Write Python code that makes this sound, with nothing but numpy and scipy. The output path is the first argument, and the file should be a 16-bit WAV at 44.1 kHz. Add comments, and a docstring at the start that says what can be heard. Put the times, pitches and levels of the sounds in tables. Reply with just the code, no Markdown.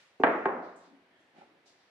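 """Faint brushing over still workshop air: fingers and sleeve, as swelling and fading bands of hiss.
A wooden block lands on the plywood floor of a large box: edge bump, flat clap, later a knock that seats it.
Each knock is a force pulse driving panel modes, clatter and an air slap; near echoes and the bare room answer.
Then the hand nudges the block: bursts of tiny random slips rustle and rumble through block and panel."""
import sys
import numpy as np
from scipy import signal
from scipy.fft import rfft, irfft
from scipy.io import wavfile

SR = 44100
rng = np.random.default_rng(int(sys.argv[2]) if len(sys.argv) > 2 else 0)


def log_audio(samples):
    """Write samples as a 16-bit WAV file to the path given in sys.argv[1]."""
    # one column per channel
    frames = np.atleast_2d(samples).T
    # limit to full scale, then quantise
    limited = np.clip(frames, -1, 1)
    pcm = np.round(limited * 32767).astype(np.int16)
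    wavfile.write(sys.argv[1], SR, pcm)


N = 83790  # samples, 1.9 s

# Still air: (frequency [Hz], relative level [dB])
AIR_SPECTRUM = [(25, -21), (60, -17.5), (110, -9.5), (190, -6.5), (350, -3.5), (650, -0.5), (1220, -5.5),
                (1850, -2.5), (2350, -5), (3200, -10), (4000, -13), (5500, -20.5), (7500, -28.5),
                (10000, -30), (14000, -38.5)]
AIR_DB = -68
# Left-right likeness of diffuse sound: (frequency [Hz], correlation [-1 to 1])
LIKENESS = [(100, 1), (280, 0.98), (550, 0.81), (1100, 0.34), (2200, .1), (6000, 0.25)]

# Fingers and sleeve brushing, wood sliding:
# (time [s], rise [s], fade t60 [s], level [dB], centre [Hz], width [octaves])
BRUSHES = [(-.02, 0.018, 0.71, -62, 2310, 1.23), (0.197, 0.0045, 0.17, -58, 2300, 0.24),
           (.197, .003, 0.36, -70, 5000, .6), (.25, 0.073, 1.7, -74, 5360, 0.38),
           (.455, 0.0016, 0.037, -68.5, 5070, 0.44), (0.609, 0.038, 0.63, -68.5, 4120, 0.46),
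           (0.757, 0.0062, 0.46, -68, 7200, 0.37), (.76, 0.1, 0.37, -70, 4050, 0.53),
           (1.1, 0.071, 0.6, -75, 3250, 0.095), (1.069, 0.11, 0.86, -71.5, 1780, 0.18),
           (1.15, .06, 0.71, -82, 6500, 0.51), (1.331, 0.061, 0.56, -64, 1870, 1.02),
           (1.652, 0.019, 0.48, -63, 4470, 0.69), (1.75, 0.056, 1, -73, 4150, 0.51)]
BRUSH_SKIRT_DB, BRUSH_TOP_HZ = 18, 9500

# Block contacts: (time [s], level [dB], contact corner [Hz], flatness [0 edge - 1 face],
# panel ring [dB], clatter [dB], room [dB])
KNOCKS = [(0.1978, -6.5, 478, 0.25, 2.5, -2, -9), (0.213, -19.5, 810, 0.41, 2, -6.5, -9.5),
          (0.2354, -1, 1944, 0.99, 2.5, 1, 7), (0.4548, -6.5, 1446, 0.071, 3.5, 1, 6.5),
          (0.4608, -8, 1110, .2, -1, -1.5, -12)]
CONTACT_SLOPE = 3.12  # exponent of the treble fall-off
# Modes of floor with block: (frequency [Hz], level by face [dB], level by edge [dB], t60 [s])
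PANEL_MODES = [(229, -13, -12, .17), (253, 3.5, -1, 0.047), (265.9, -17.5, -11, 0.14),
               (292.2, -12.5, -8.5, 0.05), (386, -14.5, 4.5, 0.19), (426.3, -7, -5.5, 0.3),
               (480, 2.5, -11, 0.051), (523.3, -6.5, -17, 0.26), (615, 1.5, -14.5, 0.11),
               (679.3, 1.5, -5.5, 0.16), (760, -2.5, -11.5, 0.11), (766, -8, 1.5, 0.035),
               (815, 11.5, -5.5, 0.011), (856, 0.5, 2.5, 0.066), (898, -3, -3, 0.12),
               (995, -1.5, -9.5, .06), (1068, -13, 4, .1), (1330, -19.5, -12, 0.053),
               (1420, -14.5, -5, 0.1), (1443, -15, -8, .09), (1597, -12.5, -27.5, .34),
               (1664, -9, -26, 0.2), (1957, -10, -21.5, .13), (2407, -16, -7, .04),
               (2374, -13.5, -13, 0.099)]
PANEL_DB = -25.5
RADIATE_HZ = 188  # the panel radiates little below this
BEND_S, EDGE_BEND_S = 0.001429, 0.0012  # 1 kHz bending-wave travel; extra from the block's edge
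# Dense vibration of block and box: (frequency [Hz], level [dB])
CLATTER_SPECTRUM = [(30, -24), (70, -29), (130, -22.5), (220, 7), (700, -4), (1700, 7), (2800, -1),
                    (4100, -8.5), (5800, -21.5), (14000, -20)]
CLATTER_DB, CLATTER_T60_S, CLATTER_RISE_S = 13.5, 0.044, 0.0029
# Air slapped out from under the block: (frequency [Hz], level [dB])
SLAP_SPECTRUM = [(25, -23.5), (90, -30.5), (150, -20.5), (250, -6.5), (500, 0), (900, 1.5), (1800, 8.5),
                 (3000, -3), (3900, 5.5), (4700, 8.5), (5400, -10), (12000, -15.5)]
SLAP_DB, SLAP_LEFT_DB = -2.5, -4
SLAP_FACE_DB = -1.5  # added in full for a flat landing
# Echoes from box walls and bench: (delay [s], left gain [ratio], right gain [ratio])
ECHOES = [(.0026, 0.13, 0.5), (.0068, 0.3, 0.25), (0.0298, 0.14, .17), (0.0353, .19, 0.16)]

# Room decay: (frequency [Hz], t60 [s])
ROOM_T60 = [(100, 0.67), (260, .74), (700, 0.75), (1800, 0.77), (3500, 0.66), (9000, .6)]
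# Whole box radiating into the room: (frequency [Hz], level [dB])
ROOM_SPECTRUM = [(50, -26.5), (95, -12.5), (135, -5), (190, 13), (280, 18), (700, 19.5), (1400, 15.5),
                 (2100, 13.5), (2900, 5.5), (4100, -1), (5800, -20), (12000, -16)]
ROOM_BUILD_S = 0.028
# Lingering room resonances: (frequency [Hz], level [dB], t60 [s])
LINGER = [(95, -66.5, 1), (177.3, -63, 1.5), (296.4, -43, 0.72), (344, -48, 0.82), (377.5, -54, 1.4),
          (430, -46.5, 1), (658, -48, 0.94), (741, -40.5, 0.6), (894, -45, .55), (1106, -50, 0.93),
          (1335, -46, .55)]

# Nudges over the panel: (time [s], half length [s], level [dB], one band edge [Hz], other band edge [Hz])
NUDGES = [(0.913, 0.033, -59, 220.7, 288), (1.099, 0.46, -75.5, 151, 464), (1.362, 0.017, -60.5, 170, 751),
          (1.382, 0.0052, -53, 133, 660), (1.415, 0.019, -55, 110, 1010), (1.47, 0.0057, -64, 119, 437),
          (1.55, 0.048, -68.5, 158, 566), (1.689, 0.058, -72.5, 198, 696)]
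# Body of sliding block and panel: (frequency [Hz], level [dB])
SLIDE_SPECTRUM = [(60, -23.5), (125, -13.5), (180, 0), (270, -2.5), (380, 1.5), (470, -12), (680, 0.5),
                  (900, 2), (1040, -22), (1600, -5), (3000, -18), (8000, -19)]
SLIDE_T60_S = 0.038

LEFT_LAG_S = 0.00007
EDGE_HZ = 15400


def amp(db):
    """Decibels to gain."""
    return 10 ** (np.asarray(db) / 20)


def unit(x):
    """Scales to rms 1."""
    return x / np.sqrt(np.mean(x ** 2) + 1e-20)


def read(points, hz):
    """Interpolates a table on a log-frequency axis."""
    f, value = np.transpose(points)
    return np.interp(np.log(hz + 1), np.log(f + 1), value)


def add(mix, s, sound):
    """Mixes a sound in at time s."""
    part = mix[:, max(round(s * SR), 0):][:, :sound.shape[-1]]
    part += sound[..., :part.shape[1]]


def convolve(a, b):
    """Convolution along time, at most N samples."""
    return signal.fftconvolve(np.atleast_2d(a), np.atleast_2d(b), axes=1)[:, :N]


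def causal(gain_at, size=4096):
    """Minimum-phase pulse with the given gain over frequency."""
    hz = abs(np.fft.fftfreq(size, 1 / SR))
    log_gain = np.log(np.maximum(gain_at(hz), 1e-5))
    spectrum = np.exp(np.conj(signal.hilbert(log_gain)))
    return np.fft.ifft(spectrum).real[:size // 2]


def shaped(spectrum):
    """Minimum-phase pulse with a table's spectrum."""
    return causal(lambda hz: amp(read(spectrum, hz)))


def diffuse(size, db_at=np.zeros_like):
    """Stereo noise of a given spectrum; left-right likeness varies with frequency."""
    hz = np.fft.rfftfreq(size, 1 / SR)
    mid, side = rfft(rng.standard_normal((2, size))) * amp(db_at(hz))
    like = np.clip(read(LIKENESS, hz), -1, 1)
    mid = mid * np.sqrt((1 + like) / 2)
    side = side * np.sqrt((1 - like) / 2)
    return irfft([mid + side, mid - side], size)


def hiss(db_at):
    """Diffuse noise of rms 1 with the given spectrum."""
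    return unit(diffuse(N, db_at))


def air():
    """Still air of the workshop: steady diffuse noise."""
    return amp(AIR_DB) * hiss(lambda hz: read(AIR_SPECTRUM, hz))


def brushes():
    """Light rubs: each a band of hiss with linear rise and exponential fade."""
    t, out = np.arange(N) / SR, np.zeros((2, N))
    for s, rise_s, t60_s, level_db, centre_hz, width_oct in BRUSHES:
        def band_db(hz):
            offset = np.log2((hz + 1) / centre_hz) / width_oct
            return -BRUSH_SKIRT_DB * np.log(1 + offset ** 2 / 2)

        rise = np.clip((t - s) / rise_s, 0, 1)
        fade = amp(level_db - 60 * np.maximum(t - s - rise_s, 0) / t60_s)
        out += rise * fade * hiss(band_db)
    lowpass = signal.butter(3, BRUSH_TOP_HZ, fs=SR, output="sos")
    return signal.sosfilt(lowpass, out)


def contact(corner_hz):
    """Force pulse of wood on wood: the harder the contact, the more treble."""
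    return causal(lambda hz: 1 / np.sqrt(1 + (hz / corner_hz) ** (2 * CONTACT_SLOPE)))


def slap(flatness):
    """Sharp pulse of air pushed from under the block, weaker at left and slightly weaker when flat."""
    level = amp(SLAP_DB + flatness * SLAP_FACE_DB)
    return level * np.outer([amp(SLAP_LEFT_DB), 1], shaped(SLAP_SPECTRUM))


def panel(flatness, size):
    """Decaying plywood modes, dispersed by bending waves: bass travels slower."""
    t, f = np.arange(size) / SR, np.fft.rfftfreq(size, 1 / SR)
    ring = np.zeros(size)
    for hz, face_db, edge_db, t60_s in PANEL_MODES:
        mode_db = edge_db + flatness * (face_db - edge_db)
        ring += amp(mode_db - 60 * t / t60_s) * np.cos(2 * np.pi * hz * t)
    travel_s = BEND_S + (1 - flatness) * EDGE_BEND_S
    # group delay = travel_s * sqrt(1000 / f)
    ring = irfft(rfft(ring) * np.exp(-4j * np.pi * travel_s * np.sqrt(1000 * f)), size)
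    return signal.sosfilt(signal.butter(3, RADIATE_HZ, "high", fs=SR, output="sos"), ring)


def clatter(size):
    """Dense, quickly damped vibration of block and box: shaped noise burst."""
    t = np.arange(size) / SR
    burst = diffuse(size) * amp(-60 * t / CLATTER_T60_S) * (1 - np.exp(-t / CLATTER_RISE_S))
    return convolve(burst / np.linalg.norm(burst[0]), shaped(CLATTER_SPECTRUM))[:, :size]


def box(flatness, ring_db, clatter_db, size=16384):
    """Answer to a sharp tap: panel modes plus clatter."""
    ring = amp(PANEL_DB + ring_db) * panel(flatness, size)
    return ring + amp(CLATTER_DB + clatter_db) * clatter(size)


def room():
    """Room answer to a tap: builds up, decays per band, with lingering resonances."""
    hz, t, z = signal.stft(diffuse(SR), SR, nperseg=512)
    t60_s = read(ROOM_T60, hz)[:, None]
    even_energy = np.sqrt(2 * np.log(1000) / (t60_s * SR))
    z = z * amp(-60 * t / t60_s) * even_energy
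    noise = signal.istft(z, SR, nperseg=512)[1][:, :SR]

    t = np.arange(SR) / SR
    build = np.minimum(t / ROOM_BUILD_S, 1)
    tail = convolve(noise * build, shaped(ROOM_SPECTRUM))[:, :SR]
    linger = sum(amp(db - 60 * t / t60) * np.sin(2 * np.pi * hz * t) for hz, db, t60 in LINGER)
    return tail + build * linger


def knocks():
    """Block contacts: each force pulse drives box and slap, then near echoes and room."""
    out = np.zeros((2, N))
    for s, level_db, corner_hz, flatness, ring_db, clatter_db, room_db in KNOCKS:
        force = amp(level_db) * contact(corner_hz)
        answer = box(flatness, ring_db, clatter_db)
        add(answer, 0, slap(flatness))
        hit = convolve(force, answer)
        add(out, s, hit)
        add(out, s, amp(room_db) * convolve(force, room()))
        for delay_s, left, right in ECHOES:
            add(out, s + delay_s, hit * np.array([[left], [right]]))
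    return out


def nudges(room_db=-29, slips_per_s=1500):
    """Stick-slip easing of the block: swells of random slips excite block, panel and room."""
    t, out = np.arange(N) / SR, np.zeros((2, N))
    burst = diffuse(N) * amp(-60 * t / SLIDE_T60_S)
    answer = convolve(burst / np.linalg.norm(burst[0]), shaped(SLIDE_SPECTRUM))
    add(answer, 0, amp(room_db) * room())
    for s, half_s, level_db, low_hz, high_hz in NUDGES:
        slips = rng.standard_normal(N) * (rng.random(N) < slips_per_s / SR)
        swell = np.exp(-((t - s) / half_s) ** 2)
        band = signal.butter(2, sorted([low_hz, high_hz]), "band", fs=SR, output="sos")
        force = signal.sosfilt(band, slips * swell)
        share = np.sqrt(2 * half_s * SR / N)  # level refers to the nudge's length, not the scene's
        out += amp(level_db) * unit(convolve(force, answer)) * share
    return out


def scene():
    """Hand and block, left channel slightly late, in still air."""
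    left, right = brushes() + knocks() + nudges()
    hz = np.fft.rfftfreq(N, 1 / SR)
    left = irfft(rfft(left) * np.exp(-2j * np.pi * hz * LEFT_LAG_S), N)
    return np.array([left, right]) + air()


def record(dry):
    """Band limit: steep linear-phase low-pass."""
    lowpass = signal.firwin(511, EDGE_HZ, window=("kaiser", 9), fs=SR)
    return signal.oaconvolve(dry, lowpass[None], "same")


dry = scene()
out = record(dry)
log_audio(out)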